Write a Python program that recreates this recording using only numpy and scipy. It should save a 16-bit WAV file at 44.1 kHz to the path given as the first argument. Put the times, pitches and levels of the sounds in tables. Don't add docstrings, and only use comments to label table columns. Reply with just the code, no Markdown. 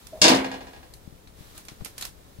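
import sys
import numpy as np
from scipy import signal
from scipy.fft import rfft, irfft, next_fast_len
from scipy.io import wavfile

SR = 44100
rng = np.random.default_rng(int(sys.argv[2]) if len(sys.argv) > 2 else 0)


def generate_wav(sig):
    pcm = np.round(np.clip(np.atleast_2d(sig).T, -1, 1) * 32767).astype(np.int16)
    wavfile.write(sys.argv[1], SR, pcm)


N = 105840
T = np.arange(N) / SR


def from_db(db):
    return 10 ** (np.asarray(db) / 20)


def at_hz(points, hz):
    return np.interp(np.log(hz), np.log(np.array(points)[:, 0]), np.array(points)[:, 1])


def octaves(hz):
    return np.log2(np.maximum(hz, 400) / 3000)


def pan(left_minus_right_db):
    return from_db(np.array([[.5], [-.5]]) * left_minus_right_db)


def from_right(x, lag_s=0.0004695):
    return np.array([np.interp(T - lag_s, T, x[0]), x[1]])


def clicks(times, sizes):
    return np.bincount((np.abs(times) * SR).astype(int), sizes, N)[:N] + 1e-18


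def fade(energy, t60):
    return signal.lfilter([1], [1, -from_db(-120 / (t60 * SR))], energy)


def swell(x, seconds):
    pole = np.exp(-1 / (seconds * SR))
    return signal.lfilter([1 - pole], [1, -pole], x)


def ring(strikes, hz, t60):
    pole = from_db(-60 / (t60 * SR)) * np.exp(2j * np.pi * hz / SR)
    return signal.lfilter([1], [1, -pole], strikes).imag


def causal(gain):
    cepstrum = irfft(np.log(gain))
    half = len(cepstrum) // 2
    return np.exp(rfft(np.r_[cepstrum[0], 2 * cepstrum[1:half], np.zeros(half)]))


# frequency_hz, correlation
MIC_LIKENESS = [(40, 0.2), (100, 1), (270, 0.99), (640, 0.46), (1400, 0.074)]
def banded_noise(colour, envelope):
    edges = np.geomspace(22, 17000, 25)
    white = rng.standard_normal((2, 2, N))
    out = power = 0
    for k, (low, high) in enumerate(zip(edges, edges[1:])):
        band = signal.butter(2, [low, high], "band", fs=SR, output="sos")
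        mid, side = signal.sosfilt(band, white[k % 2])
        hz = np.sqrt(low * high)
        alike, gain = at_hz(MIC_LIKENESS, hz), from_db(at_hz(colour, hz))
        stereo = np.sqrt(1 + alike) * mid + np.sqrt(1 - alike) * side * [[1], [-1]]
        out = out + gain * envelope(hz) * stereo
        power += 2 * gain ** 2 * (high - low) / (SR / 2)
    return out / np.sqrt(power)


# frequency_hz, density_db
ROOM_COLOUR = [(25, -4.5), (69, 1.5), (140, -5), (523, -9.5), (1200, -20.5), (4150, -29), (15500, -29.5)]
# frequency_hz, left_minus_right_db
ROOM_PAN = [(30, 22), (120, 0.5), (4000, 1)]
def room_tone(level_db=-52.5):
    return from_db(level_db) * banded_noise(ROOM_COLOUR, lambda hz: pan(at_hz(ROOM_PAN, hz)))


# time_s, level_db
RUSTLE_LEVELS = [(.3, -54), (1.33, -62), (1.40, -53), (1.54, -53), (1.58, -45.5), (1.63, -56.5),
                 (1.96, -56), (2.03, -41.5), (2.065, -43.5), (2.11, -59)]
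# frequency_hz, density_db
RUSTLE_COLOUR = [(100, -40), (900, 8), (3000, 1.5), (4100, 7), (5000, 2), (16000, -1)]
def rustle(grain_db=0.51):
    grain = swell(rng.standard_normal(N), .003)
    level = from_db(np.interp(T, *np.transpose(RUSTLE_LEVELS)) + grain_db * grain / grain.std())
    return banded_noise(RUSTLE_COLOUR, lambda hz: level)


# start_s, level_db, pitch_hz
BUMPS = [(1.076, -33, 176), (1.125, -39, 131), (1.407, -37.5, 143), (1.719, -39, 238), (1.806, -34, 46.5),
         (1.821, -30.5, 150), (2.388, -34, 140)]
def bumps(t60_cycles=3.44, left_minus_right_db=23.5):
    thuds = sum(from_db(db) * ring(clicks([s], [1]), hz, t60_cycles / hz) for s, db, hz in BUMPS)
    return swell(thuds, 0.0005) * pan(left_minus_right_db)


# start_s, level_db, tilt_db_per_octave, left_minus_right_db
TICKS = [(.069, -46.5, 2.5, -16), (0.938, -46.5, 3, 7), (1.273, -48, -1.5, 5.5), (1.578, -42, 2.5, -2),
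         (1.651, -50.5, 3.5, -4), (1.6843, -33, -1.5, -0.5), (1.8075, -48, -8, 9), (1.8474, -34.5, 3, -6),
         (1.8589, -34, -2.5, -10), (1.98, -32.5, 1.5, -2), (2.0105, -31.5, 1.5, 1), (2.024, -29.5, 0, -8),
         (2.0514, -33, 1.5, -11)]
# frequency_hz, density_db
TICK_COLOUR = [(100, -11.5), (1300, -2.5), (4500, -0.5), (8800, -4), (9800, 4), (11000, -4), (16000, -33.5)]
def crinkles(t60_s=0.031, snap_db=-3, snap_t60_s=0.00089, walls_db=-9.5, walls_t60_s=0.2):
    start_s, level_db, tilt_db, side_db = np.transpose(TICKS)

    def envelope(hz):
        top_octaves = max(np.log2(hz / 6600), 0)
        sizes = from_db(level_db + tilt_db * (octaves(hz) + 2 * top_octaves))
        energy = np.array([clicks(start_s, side ** 2) for side in sizes * pan(side_db)])
        direct = fade(energy, t60_s) + from_db(snap_db) ** 2 * fade(energy, snap_t60_s)
        reflected = clicks(start_s, (sizes * from_db(walls_db)) ** 2)
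        walls = swell(fade(reflected, walls_t60_s), 0.002)
        return np.sqrt(direct + walls)
    return banded_noise(TICK_COLOUR, envelope)


# start_s, level_db, pitch_hz
CLINKS = [(.937, -38.5, 4700), (1.273, -44, 4290), (1.8482, -35, 9600), (2.025, -27, 4230),
          (2.027, -28, 4030)]
def clinks(t60_s=0.039, lower_mode_ratio=0.89):
    return sum(from_db(db) * ring(clicks([s], [.5]), hz * ratio, t60_s)
               for s, db, hz in CLINKS for ratio in (1, lower_mode_ratio))


# pitch_hz, level_db, t60_s
TOUCH_MODES = [(626, -41, 0.045)]
def first_touch(start_s=0.12, rise_s=0.0063, fade_t60_s=0.7):
    age = np.maximum(T - start_s, 0)
    envelope = (1 - np.exp(-age / rise_s)) * from_db(-60 * age / fade_t60_s)
    scuffs = [(db, ring(rng.standard_normal(N), hz, t60)) for hz, db, t60 in TOUCH_MODES]
    return envelope * sum(from_db(db) * scuff / scuff.std() for db, scuff in scuffs)


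# frequency_hz, left_minus_right_db
LANDING_PAN = [(260, 1.5), (700, -1.5), (1300, -0.5), (2400, -2.5), (4400, 6.5), (8100, -0.5)]
def struck_mode(start_s, force_db, hz, t60, build_cycles=0.7, jolt_rad=0.82, left_lag_s=0.00015):
    energy = fade(clicks(start_s, from_db(force_db) ** 2), t60)
    amplitude = np.sqrt(swell(energy, build_cycles / hz))
    jolts = clicks(start_s, jolt_rad * rng.standard_normal(len(start_s)))
    phase = 2 * np.pi * hz * (T - start_s[0]) + swell(np.cumsum(jolts), 1 / hz)
    mic_lag_rad = np.minimum(2 * np.pi * hz * left_lag_s, np.pi / 2) * np.array([[1], [0]])
    return pan(at_hz(LANDING_PAN, hz)) * amplitude * np.sin(phase - mic_lag_rad)


# start_s, level_db
ROCKS = [(.245, -21), (.392, -37), (0.4445, -31), (0.5148, -34.5), (.541, -38), (.607, -42.5),
         (.669, -44.5), (.733, -47.5), (0.762, -49), (.829, -50.5)]
# pitch_hz, level_db, t60_s
ROCK_MODES = [(503, -6, 0.19), (799, 2, 0.073), (991, -16, 0.45), (1644.5, -2.5, 0.15), (1860, -8.5, 0.23),
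              (2470, -6, 0.089), (2840, -9.5, 0.16), (3460, -16.5, 0.34), (4150, -19, 0.47)]
def rocking():
    start_s, rock_db = np.transpose(ROCKS)
    return sum(struck_mode(start_s, rock_db + mode_db, hz, t60) for hz, mode_db, t60 in ROCK_MODES)


# start_s, clatter_db, tilt_db_per_octave, upper_edge_hz, push_db, favoured_pitch_hz
CONTACTS = [(0.2154, -17.5, 2, 9700, -1.5, 180), (0.2172, -11.5, 6.5, 6850, -6.5, 600),
            (0.2417, -11, 3, 7400, 0.5, 309), (.248, -18.5, -0.5, 7060, -4, 559),
            (0.257, -26, -5, 6100, -1.5, 160), (0.2805, -12.5, 0.83, 15000, -14, 358),
            (.3, -31.5, -4.5, 9000, 0.5, 261), (.315, -21.5, -3.5, 14300, -5.5, 584),
            (.348, -26, 1.7, 12000, -6.5, 233)]
# pitch_hz, level_db, t60_s
LANDING_MODES = [(165.9, -21, 0.075), (202.7, -24.5, 0.63), (265.5, -18, 0.61), (323.3, -15.5, 0.29),
                 (370.8, -24, 0.59), (490.5, -16, 0.28), (606.3, -14.5, 0.15), (2787, -24, 0.25),
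                 (3660, -24, 0.099), (4486, -28, 0.29), (4827, -36, 0.31), (4990, -23.5, .18)]
def surface_boom(focus_db=14.5, focus_width_octaves=.3):
    start_s, clatter_db, tilt_db, _, push_db, favoured_hz = np.transpose(CONTACTS)
    out = 0
    for hz, mode_db, t60 in LANDING_MODES:
        if hz < 2000:
            nearness = np.exp(-(np.log2(hz / favoured_hz) / focus_width_octaves) ** 2)
            force_db = push_db + focus_db * (nearness - 1)
        else:
            force_db = clatter_db - clatter_db.max() + tilt_db * octaves(hz)
        out = out + struck_mode(start_s, mode_db + force_db, hz, t60)
    return out


def weak_resonances(hz, depth_db=1, spacing_hz=70.5):
    ripple = np.interp(hz / spacing_hz, np.arange(1000), rng.standard_normal(1000))
    return from_db(depth_db * (ripple * np.minimum(hz / 1000, 1) - .5))


# frequency_hz, density_db
CLATTER_COLOUR = [(50, -27), (100, -7), (330, 2.5), (780, 5), (1020, 3.5), (1400, -4.5), (1750, 0),
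                  (4500, -0.5), (5800, 4.5), (6500, -5), (9000, -8.5), (12000, -17), (16000, -21)]
# frequency_hz, t60_s
CLATTER_DECAY = [(100, 0.39), (500, 0.39), (2000, 0.45), (5000, .19), (14000, 0.25)]
def clatter(crack_db=8.5, crack_t60_s=0.0041, contact_s=0.00025, build_cycles=2.5):
    def envelope(hz):
        impulse = clicks([0], [1])
        tail = fade(impulse, at_hz(CLATTER_DECAY, hz))
        crack = from_db(crack_db) ** 2 * fade(impulse, crack_t60_s)
        energy = swell(tail + crack, contact_s + build_cycles / hz)
        return np.sqrt(energy) * pan(at_hz(LANDING_PAN, hz))
    size = 2 * next_fast_len(N // 2 + SR // 2)
    hz = np.arange(size // 2 + 1) * SR / size
    response = rfft(banded_noise(CLATTER_COLOUR, envelope), size) * causal(weak_resonances(hz))
    rattles = [(s, db - 3, -2.6, 14000) for s, db in ROCKS]
    blows = 0
    for start_s, level_db, tilt_db, edge_hz, *_ in CONTACTS + rattles:
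        colour = from_db(level_db + tilt_db * octaves(hz)) / np.sqrt(1 + (hz / edge_hz) ** 6)
        blows = blows + rfft(clicks([start_s], [1]), size) * colour
    return irfft(response * blows, size)[:, :N]


def scene():
    body = first_touch() + surface_boom() + rocking() + bumps()
    return body + from_right(clatter() + crinkles() + clinks() + rustle() + room_tone())


def record(dry, ceiling=.92, cutoff_hz=15700):
    rounded = dry / (1 + (dry / ceiling) ** 6) ** (1 / 6)
    return signal.sosfilt(signal.ellip(10, .1, 80, cutoff_hz, fs=SR, output="sos"), rounded)


dry = scene()
out = record(dry)
generate_wav(out)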